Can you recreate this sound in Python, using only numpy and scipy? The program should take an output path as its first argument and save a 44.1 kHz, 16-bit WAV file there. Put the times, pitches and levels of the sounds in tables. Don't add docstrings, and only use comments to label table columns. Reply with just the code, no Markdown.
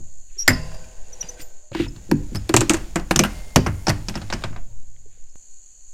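import sys
import numpy as np
from scipy import signal
from scipy.fft import rfft, irfft, next_fast_len
from scipy.io import wavfile
from scipy.ndimage import uniform_filter1d, minimum_filter1d

SR = 44100
rng = np.random.default_rng(int(sys.argv[2]) if len(sys.argv) > 2 else 0)


def int16_out(signal):
    q = np.round(np.clip(np.atleast_2d(signal).T, -1, 1) * 32767)
    wavfile.write(sys.argv[1], SR, q.astype(np.int16))


def attenuation_scalar(level_db):
    decades = np.asarray(level_db, float) / 20
    return 10 ** decades


N = 261513


def evened(x):
    return x / np.sqrt(np.mean(x ** 2) + 1e-20)


def wavering(noise, size):
    return evened(uniform_filter1d(uniform_filter1d(noise, size=size), size=size))


def read(points, hz):
    f, value = np.transpose(points)
    return np.interp(np.log(hz + .1), np.log(f + .1), value)


def curve(rows):
    s, db = np.transpose(rows)
    return np.interp(np.arange(N) / SR, s, db)


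def passing(rows):
    s, db = np.transpose(rows)
    return attenuation_scalar(np.interp(np.arange(N) / SR, s, db, left=-200, right=-200))


def add(mix, s, sound):
    part = mix[round(s * SR):][:len(sound)]
    part += sound[:len(part)]


def coloured(x, spectrum):
    size = next_fast_len(x.shape[-1])
    gain = attenuation_scalar(read(spectrum, np.fft.rfftfreq(size, 1 / SR)))
    return evened(irfft(rfft(x, size) * gain, size)[..., :x.shape[-1]])


def grains(per_s, spread_db):
    present = rng.random(N) < per_s / SR
    size_db = spread_db * np.minimum(rng.exponential(1, N), 4)
    return present * rng.standard_normal(N) * attenuation_scalar(size_db)


def dying(t, t60, rise_s):
    return (1 - np.exp(-t / rise_s)) * attenuation_scalar(-60 * t / t60)


# (time [s], level [dB])
BREEZE = [(0, -28), (.3, -24), (1, -28), (1.7, -39), (2.2, -35), (3.9, -37), (4.6, -24), (5.1, -31.5),
          (5.92, -36)]
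# (frequency [Hz], density [dB per Hz])
GUSTS = [(.5, -11.5), (3, -1.5), (6, -2), (12, -23.5), (25, -29.5), (50, -45.5), (120, -66.5), (400, -88)]
CHANGE_S, CHANGE_DB = 5.357, -35


def breeze():
    t = np.arange(N) / SR - CHANGE_S
    before = -.7 * np.exp(np.minimum(t, 0) / 0.044) * (t < 0)
    after = .3 * np.exp(-np.maximum(t, 0) / 0.039) * (t >= 0)
    gusts = attenuation_scalar(curve(BREEZE)) * coloured(rng.standard_normal(N), GUSTS)
    return gusts - attenuation_scalar(CHANGE_DB) * (before + after)


# (time [s], level [dB])
CICADAS = [
    [(0.0, -47.5), (4.54, -53.5), (5.35, -51.5)],
    [(5.362, -46), (5.92, -46.5)],
]
# (frequency [Hz], density [dB per Hz])
CHORUS = [(3300, -50), (3840, -28), (4410, -11), (5360, -36.5), (6020, -6), (6910, 6), (8560, -18),
          (14500, -40)]
# (frequency [Hz], density [dB per Hz])
HUSH = [(60, -40), (150, -30), (700, -47), (1300, -34), (2020, -33), (3040, -24), (3900, -38), (16000, -50)]


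def cicadas():
    drift = evened(uniform_filter1d(rng.standard_normal(N), 9000))
    throb_hz = 69 * (1 + 0.015 * drift)
    throb_db = 2.5 * np.cos(2 * np.pi * np.cumsum(throb_hz) / SR)
    clicks = evened(grains(per_s=8400, spread_db=-4.2)) * attenuation_scalar(throb_db)
    song = coloured(clicks + .7 * rng.standard_normal(N), CHORUS)
    hush = attenuation_scalar(-24.5) * coloured(rng.standard_normal(N), HUSH)
    return attenuation_scalar(curve(np.vstack(CICADAS)) - 4.0) * (song + hush)


# (frequency [Hz], t60 [s])
WOODS = [(60, 1), (250, 0.34), (1000, 0.45), (4000, 0.42), (6500, .25), (12000, 0.067)]


def woods(x):
    taps = np.zeros(SR)
    at = np.arange(300, SR - 20, 20)
    taps[at + rng.integers(0, 20, len(at))] = rng.choice([-1., 1.], len(at))
    hz, t, z = signal.stft(taps, SR, nperseg=512)
    decay = attenuation_scalar(-60 * t / read(WOODS, hz)[:, None])
    tail = signal.istft(z * decay, SR, nperseg=512)[1]
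    return signal.fftconvolve(x, tail / np.linalg.norm(tail))[:N]


# (time [s], level [dB])
FREEWHEEL = [(1.85, -70), (2.5, -68), (3.2, -62), (3.3, -54), (3.52, -58), (3.62, -53), (3.85, -56),
             (4.35, -68)]
PAWLS_PER_S = 88


def freewheel():
    unevenness = .2 * evened(uniform_filter1d(rng.standard_normal(N), size=2000))
    turns = np.cumsum(PAWLS_PER_S * (1 + unevenness)) / SR
    ticks = (.4 + np.exp(-(turns % 1) / .12)) * rng.standard_normal(N)
    spectrum = [(3000, -22), (5500, -6), (8500, -2), (11000, -4), (15000, -9)]
    return coloured(ticks, spectrum) * passing(FREEWHEEL)


# (frequency [Hz], density [dB per Hz])
RUMBLE = [(15, -33), (30, 11), (70, -6), (130, -15), (250, -20), (500, -52)]
HUM = [(200, -26), (350, -2), (600, -1), (900, -3.5), (1300, -25), (1900, -44)]
SCRAPE = [(900, -11), (1500, -4), (2400, -5), (3500, -7), (5500, -6), (9000, -10.5), (15000, -25.5)]
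# (frequency [Hz], width [Hz], level [dB])
TREAD = [(500, 22, 2), (630, 30, -1), (760, 40, -6), (1050, 35, -8), (1560, 35, -8), (1910, 35, -11),
         (2750, 80, -10)]
# (time [s], level [dB])
MOTION = [(0, -64), (.4, -72), (.56, -44), (1.0, -55), (1.3, -47.5), (1.52, -57), (1.76, -70), (1.95, -59),
          (2.41, -54), (2.77, -47), (3.02, -57), (3.33, -45.5), (3.61, -56), (3.86, -53), (4.42, -50),
          (4.62, -66), (5.0, -71), (5.92, -73)]
BAIL_S = 1.76
RIDDEN_DB, DRAGGED_DB = (4, -5, -5), (11, -3.5, -1)
UNLOADED_DB = -8
SWAY_DB, SWAY_T60 = -29, 1.0


def rolling():
    loose = np.clip((np.arange(N) / SR - BAIL_S) * 10, 0, 1)
    motion_db = curve(MOTION)
    rumble_db, hum_db, scrape_db = (
        motion_db + ridden + (dragged - ridden) * loose for ridden, dragged in zip(RIDDEN_DB, DRAGGED_DB))

    sway_power, t = np.zeros(N), np.arange(SR) / SR
    for s, boom_db, _ in SLAPS + THUDS:
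        add(sway_power, s, attenuation_scalar(boom_db + 2 * SWAY_DB) * dying(t, SWAY_T60, .03))
    rumble = np.sqrt(attenuation_scalar(2 * rumble_db) + sway_power) * coloured(rng.standard_normal(N), RUMBLE)

    hum, t = coloured(rng.standard_normal(N), HUM), np.arange(4096) / SR
    for hz, width, db in TREAD:
        wander = attenuation_scalar(2.0 * evened(uniform_filter1d(rng.standard_normal(N), 4000)))
        mode = np.sin(2 * np.pi * hz * t) * np.exp(-np.pi * width * t)
        rung = evened(signal.oaconvolve(grains(per_s=300, spread_db=2), mode)[:N])
        hum = hum + attenuation_scalar(db - 5 + UNLOADED_DB * loose) * wander * rung

    scrape = coloured(grains(per_s=7600, spread_db=0.5), SCRAPE)
    return rumble + attenuation_scalar(hum_db) * hum + attenuation_scalar(scrape_db) * scrape


# (start [s], hardest [s], end [s], level [dB], level at both ends [dB])
SKIDS = [(.28, .47, .48, -56, -70), (1.21, 1.226, 1.3, -47, -63), (1.36, 1.406, 1.44, -42, -72),
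         (1.725, 1.81, 1.87, -33, -43), (5.09, 5.13, 5.3, -68, -78)]


def skids():
    spectrum = [(800, -14), (1700, 1), (2500, 3.5), (3600, -1), (6000, -13), (11000, -23.5), (15000, -29.5)]
    grit = coloured(grains(per_s=4400, spread_db=1.0), spectrum)
    out = np.zeros(N)
    for start, hardest, end, db, ends_db in SKIDS:
        t = np.arange(start, end, 1 / SR)
        pressure = attenuation_scalar(np.interp(t, [start, hardest, end], [ends_db, db, ends_db]))
        add(out, start, pressure * signal.windows.tukey(len(t), .15))
    return out * grit


# (time [s], level [dB])
GRIND = [(1.385, -56), (1.42, -41), (1.432, -60)]


def grind():
    spectrum = [(3000, -16.5), (5500, 9), (9000, 8), (11000, -5), (14000, -2)]
    return coloured(grains(per_s=5000, spread_db=2.8), spectrum) * passing(GRIND)


# (time [s], hold [s], settled pitch [Hz], level [dB], first grip above that pitch [Hz])
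SQUEAKS = [(.376, .042, 5680, -33, -120), (.527, .014, 4900, -39, 900), (1.122, .012, 5780, -44, 600),
           (1.204, .006, 5820, -32, 350), (1.283, .008, 5990, -36, 450), (1.879, .001, 5200, -46, 220),
           (2.352, .001, 5350, -38, -400), (2.364, .001, 5160, -38, 80)]
GRIP_S, GRIP_DB, LET_GO_DB_PER_S = .006, -22, 2200
SETTLE = .4


def squeaks():
    out, t = np.zeros(N), np.arange(4096) / SR
    for s, hold, hz, db, grip_hz in SQUEAKS:
        noise = rng.standard_normal((3, len(t)))
        grip = GRIP_S + .15 * hold
        end = grip + hold
        waver, flutter = (wavering(v, 30) for v in noise[:2])
        stutter = evened(uniform_filter1d(noise[2], size=300))
        pitch_hz = (hz + grip_hz * np.exp(-t / (SETTLE * end))) * (1 + 0.015 * waver)
        turn = 2 * np.pi * np.cumsum(pitch_hz) / SR
        octave = attenuation_scalar(-28) * np.sin(2 * turn) * np.clip(1 + 0.55 * flutter, 0, 3)
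        shape_db = GRIP_DB * np.maximum(1 - t / grip, 0) - LET_GO_DB_PER_S * np.maximum(t - end, 0)
        level = attenuation_scalar(db + shape_db + 9.5 + 0.6 * flutter + 2.5 * stutter)
        add(out, s, level * (np.sin(turn) + octave) * np.minimum(t * 1000, 1))
    return out


LANDING_S = .479
# (frequency [Hz], level [dB], t60 [s])
TUBES = [(1500, -13, .06), (1770, -8, .07), (2060, -13, .099), (4980, -21.5, .15), (7290, -14, .068),
         (13180, -22, .07), (1594, -53, 1.5), (2720, -52, 1.2), (4750, -42, .94)]
# (time
# [s], frequency [Hz], level [dB], t60 [s])
TAPS = [(2.958, 178, -15, .16), (.301, 2580, -56, .025), (.366, 385, -51, .38), (.74, 4900, -45, .17),
        (.841, 2420, -45, .025), (1.235, 4820, -47, .44), (1.419, 7200, -30.5, .081),
        (1.425, 12060, -51, .3), (1.717, 564, -19, .03), (1.749, 957, -16.5, .017),
        (1.864, 926, -26.5, .02), (2.54, 121, -14, .4), (3.11, 180, -15, .15), (3.668, 5680, -38, .046),
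        (1.395, 310, -42, .12), (3.961, 1790, -52.5, .072), (4.5, 101.9, -39.5, 2.24),
        (4.964, 2100, -35, .007), (4.964, 3200, -41, .007), (5.058, 430, -44, .05), (5.175, 467, -50, .032),
        (5.278, 4900, -63, .065), (5.296, 5350, -57, .06), (.53, 1030, -44, .9), (.53, 640, -41, 1.2),
        (.6, 510, -45, 1.5), (1.215, 500, -44, .5), (1.29, 490, -42, .6), (1.24, 175, -40, .12),
        (1.245, 900, -48, .1), (1.41, 135, -40, .1), (1.4, 560, -42, .1), (1.37, 1550, -50, .3),
        (1.62, 610, -58, .8), (3.11, 800, -15, .06), (3.27, 610, -45, .9), (3.563, 4867, -30, .25),
        (3.563, 393, -21, .24), (3.563, 258, -16, .3), (3.728, 4500, -51, .12), (4.589, 700, -40, .04),
        (4.69, 930, -64, .6), (2.118, 248, -14, .18), (2.118, 151, -20, .45), (.8, 1520, -59, .8),
        (.49, 155, -20, .55), (.485, 250, -12, .2), (2.542, 358, -13, .16), (2.59, 128, -18, .2),
        (2.352, 200, -24, .15), (2.114, 950, -20, .04), (5.062, 320, -54, .12), (1.28, 300, -48, .15),
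        (3.24, 2112, -50, 4), (3.24, 4511, -50, 1.1)]
RATTLES = [(1.228, 2900, -41, .06), (1.403, 4740, -40, .06), (1.415, 13620, -40, .063),
           (3.562, 420, -12, .12), (3.565, 4544, -37, .13), (3.113, 9000, -33, .06),
           (3.177, 9000, -25, .02), (3.168, 5600, -24, .04), (3.237, 1450, -22, .1), (3.2, 511, -22, .15),
           (3.2, 2374, -24, .075), (.505, 1800, -22, .06), (.53, 2650, -54, .8), (.53, 5200, -47, .5),
           (4.6, 580, -63, 1.2)]
TIGHT, LOOSE = .18, .7


def frame():
    out, longest = np.zeros(N), 2 * SR // 3
    landing = [(LANDING_S, *mode) for mode in TUBES]
    for rows, rough in (landing + RATTLES, LOOSE), (TAPS, TIGHT):
        for s, hz, db, t60 in rows:
            t = np.arange(min(longest, 2048 + round(t60 * SR))) / SR
            a, b = (wavering(v, round(90 / rough)) for v in rng.standard_normal((2, len(t))))
            shake = 1 - rough + rough * (a + 1j * b) * 1.6
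            ring = (shake * np.exp(2j * np.pi * hz * t)).imag
            add(out, s, attenuation_scalar(db) * ring * dying(t, t60, 0.00072))
    return out


# (frequency [Hz], level [dB], t60 [s])
PANELS = [(45, -4, .4), (71.8, -6.5, 0.69), (96, -1.5, 0.43), (120.4, 1.5, 0.23), (155, 0, 0.31),
          (200.6, -4, .3), (234, 4, 0.13), (289.5, -6.5, 0.39), (324.8, 6.5, 0.14), (365, 5.5, 0.09),
          (392.8, -2.5, .2), (496, 3, 0.071)]
# (time [s], boom level [dB], boom centre [Hz])
SLAPS = [(.478, -16, 363), (.482, -14, 110), (1.751, -16.5, 316), (1.797, -10.5, 308), (2.09, -26, 200),
         (2.115, -6, 270), (2.319, -27, 223), (2.494, -12, 335), (2.541, -2, 361), (2.562, -12, 311),
         (2.605, -19, 309), (2.615, -9, 342), (2.691, -22, 202), (2.701, -6, 321), (2.734, -10.5, 326),
         (2.958, -14, 321), (3.109, -14.5, 330), (3.868, -30, 355), (4.084, -23, 190), (4.301, -35, 207),
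         (4.335, -23, 226)]
THUDS = [(0, -38, 77), (.504, -15, 120), (1.715, -30, 128), (1.866, -27, 126), (1.966, -35, 131),
         (2.2, -27, 140), (2.347, -19.5, 83), (3.157, -14, 170), (3.191, -8.5, 190), (3.248, -21, 230),
         (3.558, -5, 140), (3.664, -14, 86), (3.88, -10, 140), (3.9, -20, 87), (4.154, -21, 175),
         (4.215, -27.5, 97), (4.327, -25, 132), (4.44, -24.5, 113), (4.504, -29.5, 86), (4.563, -39, 250)]
BOOM_DB = 2.5
HELD, FREED_PER_DB = .6, .025


def booms():
    out, t = np.zeros(N), np.arange(SR // 3, dtype=np.float32) / SR
    hz, db, t60 = np.transpose(PANELS)[:, :, None]
    for s, boom_db, centre_hz in SLAPS + THUDS:
        chance = rng.random((3, len(PANELS), 1))
        octaves = abs(np.log2(hz / centre_hz))
        share = attenuation_scalar(db - 6 * octaves + 9 * np.exp(-(octaves / .13) ** 2) + 2.5 * chance[0])
        wave = np.sin(2 * np.pi * (hz * (.985 + 0.04 * chance[1]) * t + chance[2]))
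        lasts = t60 * np.clip(HELD - FREED_PER_DB * boom_db, .2, .9)
        ring = (share * wave * dying(t, lasts, 0.0045)).sum(0) / np.linalg.norm(share)
        add(out, s, attenuation_scalar(boom_db + BOOM_DB) * ring * np.cos(1.5 * np.pi * t))
    return out


# (frequency [Hz], density [dB per Hz])
CRACK = [(1500, -31.5), (2500, -5), (3700, -10.5), (7200, -11.5), (9000, -12), (10500, -16), (13000, -15.5),
         (16000, -29.5)]
KNOCK = [(300, -5.5), (600, 7.5), (1000, 4), (1800, 2), (2800, -6), (4500, -38.5)]
# (time [s], crack level [dB], knock level [dB], t60 [s])
WHEELS = [(.4783, 0, -14.5, .055), (.4856, -18, -15.5, .045), (.5032, -22, -19, .1),
          (.7166, -41.5, -42, .066), (.7432, -38, -41, .064), (.8434, -40, -61, .045)]
SHOES = [(1.7174, -40, -39, .037), (1.7497, -24, -23, .036), (1.7982, -31, -29, .054),
         (1.8646, -39, -31, .017), (1.9613, -40, -46, .078)]
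PEDALS = [(1.2281, -40, -41, .056), (1.4198, -31, -44, .047), (2.1136, -12, -15, .023),
          (2.348, -23, -28, .038), (2.356, -20, -28, .06), (3.9002, -15, -13.5, .043)]
BAR_ENDS = [(2.5399, -4, -8, .049), (2.5644, 10, -9, .023), (2.5704, -6, -18.5, .056),
            (2.607, -7, -20.5, .049), (2.6132, -14.5, -20.5, .07), (2.6954, 2.5, -12, .028),
            (2.7019, -12.5, -17, .12), (2.7354, -9.5, -27, .029), (2.7412, -16.5, -22, .087),
            (2.9571, -15, -15.5, .075), (2.768, -26, -32, .06)]
CRANKS = [(3.1145, -19, -18, .06), (3.1665, -24, -22, .05), (3.197, -19, -19, .06), (3.2105, -23, -28, .03),
          (3.2369, -5, -12, .028), (3.2484, -19, -21, .07), (3.2555, -25, -24, .08),
          (3.5655, -20, -10, .04), (3.6685, -24, -22, .05), (4.0955, -26, -30, .05),
          (4.1745, -32, -32, .06)]
SEAT = [(2.4921, -12, -18, .04), (2.9968, -28, -27, .04), (3.1092, -4, -8, .035),
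        (3.8936, -6.5, -17.5, .036)]
AXLES = [(3.1601, 2, -13, .026), (3.1918, 8, -10, .026), (3.5596, 7, -3, .027)]
SETTLING = [(3.663, -21, -15, .069), (3.8686, -12, -14.5, .056), (3.8819, -12, -15.5, .092),
            (4.0844, -14.5, -28, .061), (4.1542, -23, -25, .087), (4.5277, -50, -39.5, .094),
            (4.3251, -18.5, -19.5, .088), (4.3358, -19, -34, .062)]
ROCKING = [(4.141, -35, -35, .079), (4.2162, -30, -35, .084), (4.3012, -23, -26, .06),
           (4.422, -33, -34, .034), (4.4378, -18, -20, .065), (4.562, -37.5, -33, .073)]
# (its blows, crack centre [Hz], top edge against the crack [dB])
PARTS = [(WHEELS, 4950, -15), (SHOES, 4200, -27), (PEDALS, 5100, -14), (BAR_ENDS, 7300, -22), (SEAT, 4400, -19),
         (AXLES, 6150, -21), (SETTLING, 5300, -29), (ROCKING, 3900, -34), (CRANKS, 2900, -14)]
FAR_FROM_S, FAR_TO_S = 2.4, 3.05
BEND_S = 0.003016


def blows():
    near_far, t = np.zeros((2, N)), np.arange(6144) / SR
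    hz = np.geomspace(1000, 17000, num=40)
    for rows, centre_hz, edge_db in PARTS:
        broad = read(CRACK, hz) + (edge_db + 16) * np.clip(np.log2(hz / 7500) / .5, 0, 1)
        peaked = broad + 13 * np.exp(-(np.log2(hz / centre_hz) / .28) ** 2)
        for s, crack_db, knock_db, t60 in rows:
            noise, lasts = rng.standard_normal((3, len(t))), np.clip(t60, .01, .25)
            shape = dying(t, lasts, .0005) + attenuation_scalar(-13.5) * dying(t, 3.6 * lasts, .006)
            snap = coloured(noise[0], np.c_[hz, peaked]) * dying(t, 0.5 * lasts, 0.0004)
            crack = coloured(noise[1], np.c_[hz, broad]) * shape
            knock = coloured(noise[2], KNOCK) * (shape + attenuation_scalar(-0.5) * dying(t, .012, .0003))
            blow = attenuation_scalar(crack_db - 5) * snap + attenuation_scalar(crack_db - 17.5) * crack + attenuation_scalar(knock_db - 4.5) * knock
            add(near_far[int(FAR_FROM_S < s < FAR_TO_S)], s, blow)
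    near, far = near_far
    size = next_fast_len(N, real=True)
    hz = np.fft.rfftfreq(size, 1 / SR)
    lag = 2 * BEND_S * np.sqrt(1000 * hz) - BEND_S * np.sqrt(1 / 6) * hz
    return near + irfft(rfft(far, size) * np.exp(-2j * np.pi * lag), size)[:N]


# (frequency [Hz], side minus mid [dB])
APART = [(60, -44), (300, -44), (700, -33), (1400, -33), (2800, -25), (5600, -31), (10000, -23),
         (15000, -19)]


def scene():
    background = breeze() + cicadas() + freewheel() + rolling()
    near = skids() + grind() + squeaks() + frame() + blows()
    low = booms()
    mid = background + near + low + attenuation_scalar(-23) * woods(near) + attenuation_scalar(-16.5) * woods(low)
    size = next_fast_len(N, real=True)
    apart = 1j * attenuation_scalar(read(APART, np.fft.rfftfreq(size, 1 / SR)))
    side = irfft(apart * rfft(mid, size), size)[:N]
    return np.array([mid + side, mid - side])


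def low_pass(x):
    return signal.sosfilt(signal.butter(12, 16410, fs=SR, output="sos"), x)


def record(dry):
    edge = signal.firwin(255, 16000, window=("kaiser", 7), fs=SR)
    cut = signal.oaconvolve(dry, edge[None], "same")
    room = np.minimum(1.35 / (abs(cut).max(0) + 1e-9), 1)
    gain = uniform_filter1d(minimum_filter1d(room, size=129), size=65)
    mix = np.clip(cut * gain, -.97, .97)
    return low_pass(mix)


dry = scene()
out = record(dry)
int16_out(out)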